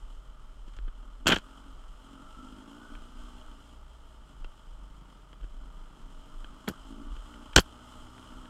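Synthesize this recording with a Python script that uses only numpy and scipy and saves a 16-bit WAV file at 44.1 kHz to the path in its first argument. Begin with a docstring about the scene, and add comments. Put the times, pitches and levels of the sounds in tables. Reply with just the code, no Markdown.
"""Dirt bike on a bushy trail

A camera in a closed case rides on a dirt bike behind a second bike; a faint hum comes and goes.
Wind buffets the case: slow narrow-band noise in gusts over a dull rumble. The engine shakes it with a sine
once a turn and thumps its pipe with pulses; gas and air hiss in the hollow of the case as resonant noise.
The bike ahead, slower pulses with an echo, pulls away for a while.
Twigs tick and whip on the shell: short pushes and scrapes that ring its modes."""
import sys
import numpy as np
from scipy import signal
from scipy.fft import next_fast_len
from scipy.io import wavfile
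from scipy.ndimage import uniform_filter1d

SR = 44100
rng = np.random.default_rng(int(sys.argv[2]) if len(sys.argv) > 2 else 0)


def inscribe(sig):
    """Save sig as 16-bit PCM at rate SR to the path in sys.argv[1].

    A 1-D sig is mono; a 2-D sig holds one channel per row.
    Samples are clipped to [-1, 1] before scaling.
    """
    pcm = np.round(np.clip(np.atleast_2d(sig).T, -1, 1) * 32767)
    wavfile.write(sys.argv[1], SR, pcm.astype(np.int16))


N = 374713
T = np.arange(N) / SR

# engine load, heard as gas hiss: (time [s], level [dB])
LOAD = [(0.0, -65.5), (1.15, -66.5), (1.45, -61.5), (1.9, -63.5), (2.39, -60.5), (2.7, -60.5),
        (3.27, -59.5), (3.77, -63.5), (5.3, -66.5), (6.43, -61.5), (7.5, -59), (8.5, -59)]
# All mode tables: (centre [Hz], bandwidth per filter pass [Hz], relative gain [dB])


def undb(db):
    """Decibels to amplitude gain."""
    return 10 ** (np.asarray(db) / 20)


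def unit(x):
    """Scale to rms 1."""
    return x / np.sqrt(np.mean(x ** 2))


def columns(table):
    """Table columns joined by straight lines in time."""
    time_s, *rest = np.transpose(table)
    return [np.interp(T, time_s, column) for column in rest]


def ring(x, modes, order=1):
    """Sum of resonances with alternating sign; order 2 darkens the valleys."""
    out = 0
    for k, (hz, width_hz, db) in enumerate(modes):
        b, a = signal.iirpeak(hz, hz / width_hz, fs=SR)
        y = x
        for _ in range(order):
            y = signal.lfilter(b, a, y)
        out = out + (-1) ** k * undb(db) * y
    return out


def hiss(modes, envelope=1.0):
    """White noise under an envelope, through resonances twice, at rms 1."""
    return unit(ring(envelope * rng.standard_normal(N), modes, order=2))


def walk(rate_hz):
    """Random levels held 1 / rate_hz and smoothed by two moving averages of that length."""
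    hold = int(SR / rate_hz)
    steps = np.repeat(rng.standard_normal(N // hold + 1), hold)
    return uniform_filter1d(uniform_filter1d(steps, hold), hold)[:N]


def firings(hz, wobble, scatter_db, skip_db):
    """One pulse a cycle, uneven in size, odd ones cut by skip_db; returns cycle count, pulses, sizes."""
    turns = np.cumsum(hz * (1 + wobble * walk(30))) / SR
    count = turns.astype(int)
    cycles = N // 400
    size_db = scatter_db * rng.standard_normal(cycles) - skip_db * (np.arange(cycles) % 2)
    size = undb(size_db)[count]
    starts = np.diff(count, prepend=0) > 0
    return turns, size * starts, size


def swells(table):
    """Pitch and gain of tones that glide evenly while they swell and fade."""
    start_s, length_s, start_hz, end_hz, db = np.transpose(table)
    knots_s = np.ravel([start_s, start_s + length_s], "F")
    hz = np.interp(T, knots_s, np.ravel([start_hz, end_hz], "F"))
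    place = np.clip((T - start_s[:, None]) / length_s[:, None], 0, 1)
    arch = np.sqrt(np.abs(np.sin(np.pi * place)))
    return hz, (undb(db)[:, None] * arch).sum(axis=0)


def load():
    """Load above or below its mean, in dB."""
    gas_db, = columns(LOAD)
    return gas_db - gas_db.mean()


def hum():
    """Faint low sine, wavering in pitch and level, that comes and goes."""
    # (start [s], length [s], start pitch [Hz], end pitch [Hz], level [dB])
    hum_swells = [(0.0, .9, 130, 111.8, -67.5), (1.95, 0.94, 107, 107.2, -69),
                  (7.65, 0.925, 113, 103.1, -62)]
    hz, gain = swells(hum_swells)
    tone = np.sin(2 * np.pi * np.cumsum(hz * (1 + 0.023 * walk(5))) / SR)
    return gain * undb(4.1 * walk(3.6)) * tone


def wind():
    """Slow pressure swings whose size follows the gusts, over a dull rumble."""
    # gusts that thump the case: (middle [s], full width at 1/e [s], level [dB])
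    gusts = [(0.04, 0.11, -42), (0.16, 0.09, -39.5), (0.29, 0.042, -43.5), (0.5, 0.25, -46.5),
             (0.66, 0.07, -43), (0.84, .12, -31.5), (1.04, 0.37, -51.5), (1.3, 0.18, -41.5),
             (1.75, .16, -47), (1.89, 0.18, -46.5), (2.27, 0.049, -50), (2.419, 0.27, -49),
             (2.98, 0.15, -41.5), (3.23, .16, -42), (3.361, 0.042, -50), (3.471, 0.16, -45.5),
             (3.829, 0.18, -50.5), (4.04, 0.097, -50), (4.2, 0.076, -50), (4.44, 0.12, -38),
             (4.72, 0.1, -42.5), (4.879, 0.18, -50.5), (5.44, 0.049, -32.5), (5.57, 0.15, -40.5),
             (5.79, 0.164, -43.5), (6.05, .08, -42.5), (6.17, .12, -44.5), (6.42, .2, -40.5),
             (6.55, 0.046, -56), (6.86, 0.18, -45.5), (7.02, 0.092, -45), (7.14, 0.16, -34),
             (7.39, 0.11, -51), (7.58, 0.1, -40), (8.02, 0.12, -49.5), (8.37, .12, -45)]
    calm_db = -59  # buffeting between gusts
    rumble_db, rumble_follow = -61.5, 0.43  # level at mean load; dB per dB of load

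    noise = ring(rng.standard_normal(N), [(26.37, 15.8, 0)], order=2)
    swing = signal.hilbert(noise, next_fast_len(N))[:N]
    swing = swing.real / np.abs(swing) ** 0.62  # eddies of like strength
    strength = undb(calm_db)
    for middle_s, width_s, db in gusts:
        strength = strength + undb(db) * np.exp(-(2 * (T - middle_s) / width_s) ** 2)
    lowpass = signal.butter(3, 62, fs=SR, output="sos")
    buffet = signal.sosfiltfilt(lowpass, unit(swing) * strength)

    rumble = ring(rng.standard_normal(N), [(70, 77, 3), (146, 238, 1.0), (430, 577, -5.5)])
    return buffet + unit(rumble) * undb(rumble_db + rumble_follow * load() + 0.77 * walk(5.0))


def bike_ahead():
    """Slow even thumps of a single cylinder, each answered from the far end of its pipe."""
    # (time [s], firing rate [Hz], level [dB])
    ahead = [(4.3, 25.4, -57), (4.49, 26.86, -69.5), (4.92, 25.44, -61), (5.07, 28.24, -59),
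             (5.24, 27.27, -65), (5.34, 30.08, -63.5), (5.76, 29.68, -61.5), (6.03, 32.94, -61.5),
             (6.9, 37.3, -70)]
    far_pipe_modes = [(136, 77, 2), (263, 116, -1), (960, 180, -8.5)]
    echo_s, echo_gain = 0.0064, 1

    hz, level_db = columns(ahead)
    _, pulses, _ = firings(hz, wobble=.01, scatter_db=1.1, skip_db=0)
    pulses = pulses + echo_gain * np.roll(pulses, int(echo_s * SR))
    present = (T > ahead[0][0]) & (T < ahead[-1][0])
    heard = uniform_filter1d(1. * present, size=SR // 4)
    return unit(ring(pulses, far_pipe_modes)) * undb(level_db) * heard


def twigs():
    """Each touch is a short scrape that rings the shell, plus a push for its low modes."""
    # peak level per band: (time [s], jolt [dB], thud [dB], ping [dB], swish [dB], sizzle [dB], contact [ms])
    touches = [(0.6777, -66, -43, -55.5, -56, -73, 14), (0.7324, -50, -63, -54, -61, -77, 16),
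               (0.7637, -44, -56, -53, -53, -75, 12), (0.787, -53, -45, -42.5, -69, -80, 3.8),
               (0.8777, -46.5, -42.5, -51.5, -72, -84, 9.3), (1.2574, -31, -24, -32.5, -47, -86, 11),
               (1.267, -28, -26, -12, -33, -70, 6), (1.2707, -40, -22, -21, -13, -42, 5.3),
               (1.2784, -42, -28, -12.5, -20, -22.5, 5), (1.2846, -39, -21, -18, -17, -50, 5),
               (1.2903, -34, -16.5, -20, -20, -50, 2.9), (1.2969, -33, -17, -18, -32, -38, 18.7),
               (1.314, -43, -19, -18.5, -48, -50, 5.6), (1.3183, -42, -22, -14, -50, -51, 11.5),
               (1.3259, -46, -21.5, -28, -32, -48, 13), (1.3311, -43, -16.5, -29, -50, -68, 4),
               (1.3423, -34, -33, -33, -34, -48, 11), (1.359, -52, -42, -26, -33, -50, 5.9),
               (1.3634, -42, -26.5, -22, -51, -49, 4), (1.3729, -43, -33, -43, -38, -60, 11),
               (1.3838, -54, -41, -37, -40, -55, 4.2), (2.951, -53, -52, -43, -65, -70, 5),
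               (4.4444, -54, -45, -40.5, -72, -83, 3.6), (5.3286, -60, -51, -48.5, -59, -81, 5),
               (5.409, -55, -52, -55, -66, -83, 9), (5.43, -50, -50, -55, -66, -83, 9.4),
               (5.4404, -45, -45, -52, -57, -83, 7), (6.443, -56, -49, -40.5, -62, -77, 4.4),
               (6.674, -51, -37, -40, -56, -82, 5.6), (6.678, -55, -25.5, -27, -51, -62, 5.8),
               (6.6825, -38, -21, -35.5, -37, -34.5, 10.7), (6.6874, -44, -29, -39, -27, -39, 5.4),
               (6.697, -43, -28, -54, -50, -65, 14), (6.709, -41, -33.5, -60, -52, -63, 13),
               (7.1642, -54, -46, -48, -55, -79, 6.6), (7.3395, -59, -48, -46, -65, -77, 5),
               (7.531, -58, -56, -41, -68, -80, 4.1), (7.5584, -42, -38, -27, -26, -70, 4),
               (7.5613, -12, -12, -3, 0.5, -40, 4.73), (7.5678, -11.5, -15.5, -28, -31, -60, 3.2),
               (7.5748, -27, -18.5, -13, -16.5, -42.5, 7.4), (7.5794, -18.5, -16, -24, -18.5, -31.5, 2.9),
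               (7.5829, -20, -9.5, -9.5, -18, -32.5, 1.6), (7.5871, -25, -14, -18, -25.5, -37.5, 4),
               (7.5922, -29, -25, -29, -18, -45.5, 6.4), (7.5991, -31, -42.5, -34, -32, -31, 7.9),
               (8.1792, -67, -49, -47.5, -69, -78, 5.2), (8.4546, -58, -52.5, -47, -61, -73, 6.4)]
    # shell modes, one table per band
    jolt_modes = [(41.7, 19, 0.5), (84.7, 59, -1.5)]
    thud_modes = [(178, 64, 0), (337, 86, 7), (517, 95, 6.5), (745, 370, -1.5)]
    knock_modes = [(1544, 380, 6.5), (1130, 660, -0.5), (630, 360, -5)]
    ping_modes = [(3162, 430, -2.5), (2592, 2300, -16)]
    swish_modes = [(4510, 1300, 6.5), (5530, 1300, 2), (7260, 2200, 3.5), (9100, 2400, -24)]
    sizzle_modes = [(11100, 1200, 1.5), (13700, 2500, -3)]
    length = 8192  # samples per touch

    out, t = np.zeros(N + length), np.arange(length) / SR
    for start_s, jolt_db, thud_db, ping_db, swish_db, sizzle_db, contact_ms in touches:
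        # 1 dB above a point a fifth of the way from ping to thud
        knock_db = 1 + ping_db + 0.2 * (thud_db - ping_db)
        contact = t / (max(contact_ms, .3) / 1000)  # time in contact lengths
        drag = np.exp(-3 * contact) + 0.3 * np.exp(-.8 * contact)  # leaves trail after the stem
        # cubed noise: a scrape is made of separate snaps
        snaps = rng.standard_normal(length) ** 3
        scrape = snaps * np.minimum(contact / 0.21, 1) * drag
        push = contact * np.exp(-7 * contact)
        bands = [(push, jolt_modes, jolt_db, 1), (push, thud_modes, thud_db, 1),
                 (scrape, knock_modes, knock_db, 2), (scrape, ping_modes, ping_db, 2),
                 (scrape, swish_modes, swish_db, 2), (scrape, sizzle_modes, sizzle_db, 2)]
        i = int(start_s * SR)
        for force, modes, db, order in bands:
            y = ring(force, modes, order)
            out[i:i + length] += y * undb(db) / np.abs(y).max()
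    return out[:N]


def whine():
    """Ragged strand in the hiss: narrow noise around a gliding pitch."""
    # (start [s], length [s], start pitch [Hz], end pitch [Hz], level [dB])
    whine_swells = [(2.15, .47, 1312, 1350, -58), (2.72, 0.29, 1480, 1505, -61.5),
                    (3.1, 0.34, 1536, 1520, -69)]
    hz, gain = swells(whine_swells)
    phase = 2 * np.pi * np.cumsum(hz) / SR
    return unit(walk(130) * np.sin(phase) + walk(130) * np.cos(phase)) * gain


def throttle_bursts():
    """Exhaust gain: each burst opens linearly, holds, and dies away over a shut-throttle level."""
    # (start [s], time to start of decay [s], level [dB])
    exhaust_bursts = [(0.0, 0.029, -66), (0.93, 0.15, -68), (1.17, 0.52, -58.5), (1.97, 0.26, -56.5),
                      (2.34, 0.56, -53), (2.9, 0.46, -59), (3.46, 0.3, -63.5), (3.93, 0.45, -71.5),
                      (4.75, .08, -67), (5.0, .1, -69), (5.4, 0.059, -73), (5.57, 0.065, -63.5),
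                      (5.89, 1, -62), (6.86, 0.19, -49.5), (7.22, 0.19, -54.5), (7.6, 0.63, -61),
                      (8.26, 0.31, -57.5)]
    open_s, close_s, coast_db = 0.072, 0.063, -76.5
    gain = undb(coast_db)
    for start_s, hold_s, db in exhaust_bursts:
        since_s = T - start_s
        rise = np.clip(since_s / open_s, 0, 1)
        fall = np.exp(-np.maximum(since_s - hold_s, 0) / close_s)
        gain = gain + undb(db) * rise * fall
    return gain


def exhaust(pulses):
    """Firing pulses and a blur of noise ring the pipe; throttle bursts set the level."""
    pipe_modes = [(265.5, 77, 6.5), (118, 60, -11.5), (640, 89, -17.5), (194, 44, -1.5)]
    blur = 0.43 * hiss(pipe_modes)
    thumps = unit(ring(pulses, pipe_modes, order=2))
    return unit(thumps + blur) * throttle_bursts() * undb(2.2 * walk(10))


def gas_rasp(puff):
    """Gas noise puffing once a turn, in a midrange band that follows the load."""
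    rasp_modes = [(1233, 390, 9.5), (1470, 337, -4.5)]
    gas_db, = columns(LOAD)
    return hiss(rasp_modes, puff) * undb(gas_db + 1.4 + 1.7 * walk(7.8))


def case_hiss(puff):
    """Gas and air noise in the hollow of the case, with a shared flutter in level."""
    hollow_modes = [(621.5, 59, 1), (880, 170, -0.5), (3090, 570, -4.5), (1980, 410, -20)]
    air_modes = [(4130, 330, 8.5), (5000, 740, 6.5), (7560, 3700, 6.5), (12900, 250, 1),
                 (11500, 5000, -29.5)]
    hollow_db, air_db, follow = -64, -72, 0.97  # levels at mean load; dB per dB of load
    flutter = walk(28) + 0.23 * walk(5.3)  # quick random flutter in the level of the hiss
    follow_db = follow * load()  # slightly less than the rasp
    hollow = hiss(hollow_modes, puff) * undb(hollow_db + follow_db + 1.4 * flutter)
    air = hiss(air_modes, .9 + puff) * undb(air_db + follow_db + 1.6 * flutter)
    return hollow + air


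def own_bike():
    """Shake at crank rate, firings in the pipe, and hiss that puffs once a turn."""
    # (time [s], crank rate [Hz], shake level [dB])
    crank = [(0.0, 39.76, -43.5), (0.42, 41.6, -48.5), (0.7, 38.44, -43.5), (0.92, 38.82, -41),
             (1.37, 41.69, -49.5), (1.58, 46.23, -50), (1.85, 44.2, -48.5), (2.06, 44.8, -53.5),
             (2.6, 51.94, -53.5), (2.7, 57.09, -66), (3.41, 61.84, -53), (3.55, 54.1, -57),
             (3.81, 59.4, -49.5), (4.45, 51.87, -55.5), (4.68, 51.82, -57), (4.83, 45.7, -44),
             (5.16, 42.8, -51.5), (5.66, 44.29, -44), (6.22, 45.68, -67), (6.36, 48.46, -70),
             (6.74, 53.38, -59), (7.08, 57.07, -52), (7.41, 59.16, -55.5), (7.69, 60.57, -53.5),
             (8.4, 64.5, -59.5), (8.5, 61.2, -62.5)]
    hz, shake_db = columns(crank)
    turns, pulses, size = firings(hz, wobble=.022, scatter_db=2.5, skip_db=1.0)
    shake = np.sin(2 * np.pi * turns) * undb(shake_db + 0.89 * walk(12))
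    puff = 0.95 + size * np.exp(-(turns % 1) / .3)  # decays over 0.3 turn
    return shake + whine() + exhaust(pulses) + gas_rasp(puff) + case_hiss(puff)


def scene():
    """Everything reaches one microphone inside the case."""
    return (hum() + wind() + bike_ahead() + twigs() + own_bike())[None]


def record(dry):
    """The amplifier rounds the loudest peaks, then a steep low-pass cuts the top."""
    ceiling, top_hz = 0.87, 15900
    rounded = ceiling * np.tanh(dry / ceiling)
    return signal.sosfilt(signal.ellip(10, .2, 80, top_hz, fs=SR, output="sos"), rounded)


dry = scene()
out = record(dry)
inscribe(out)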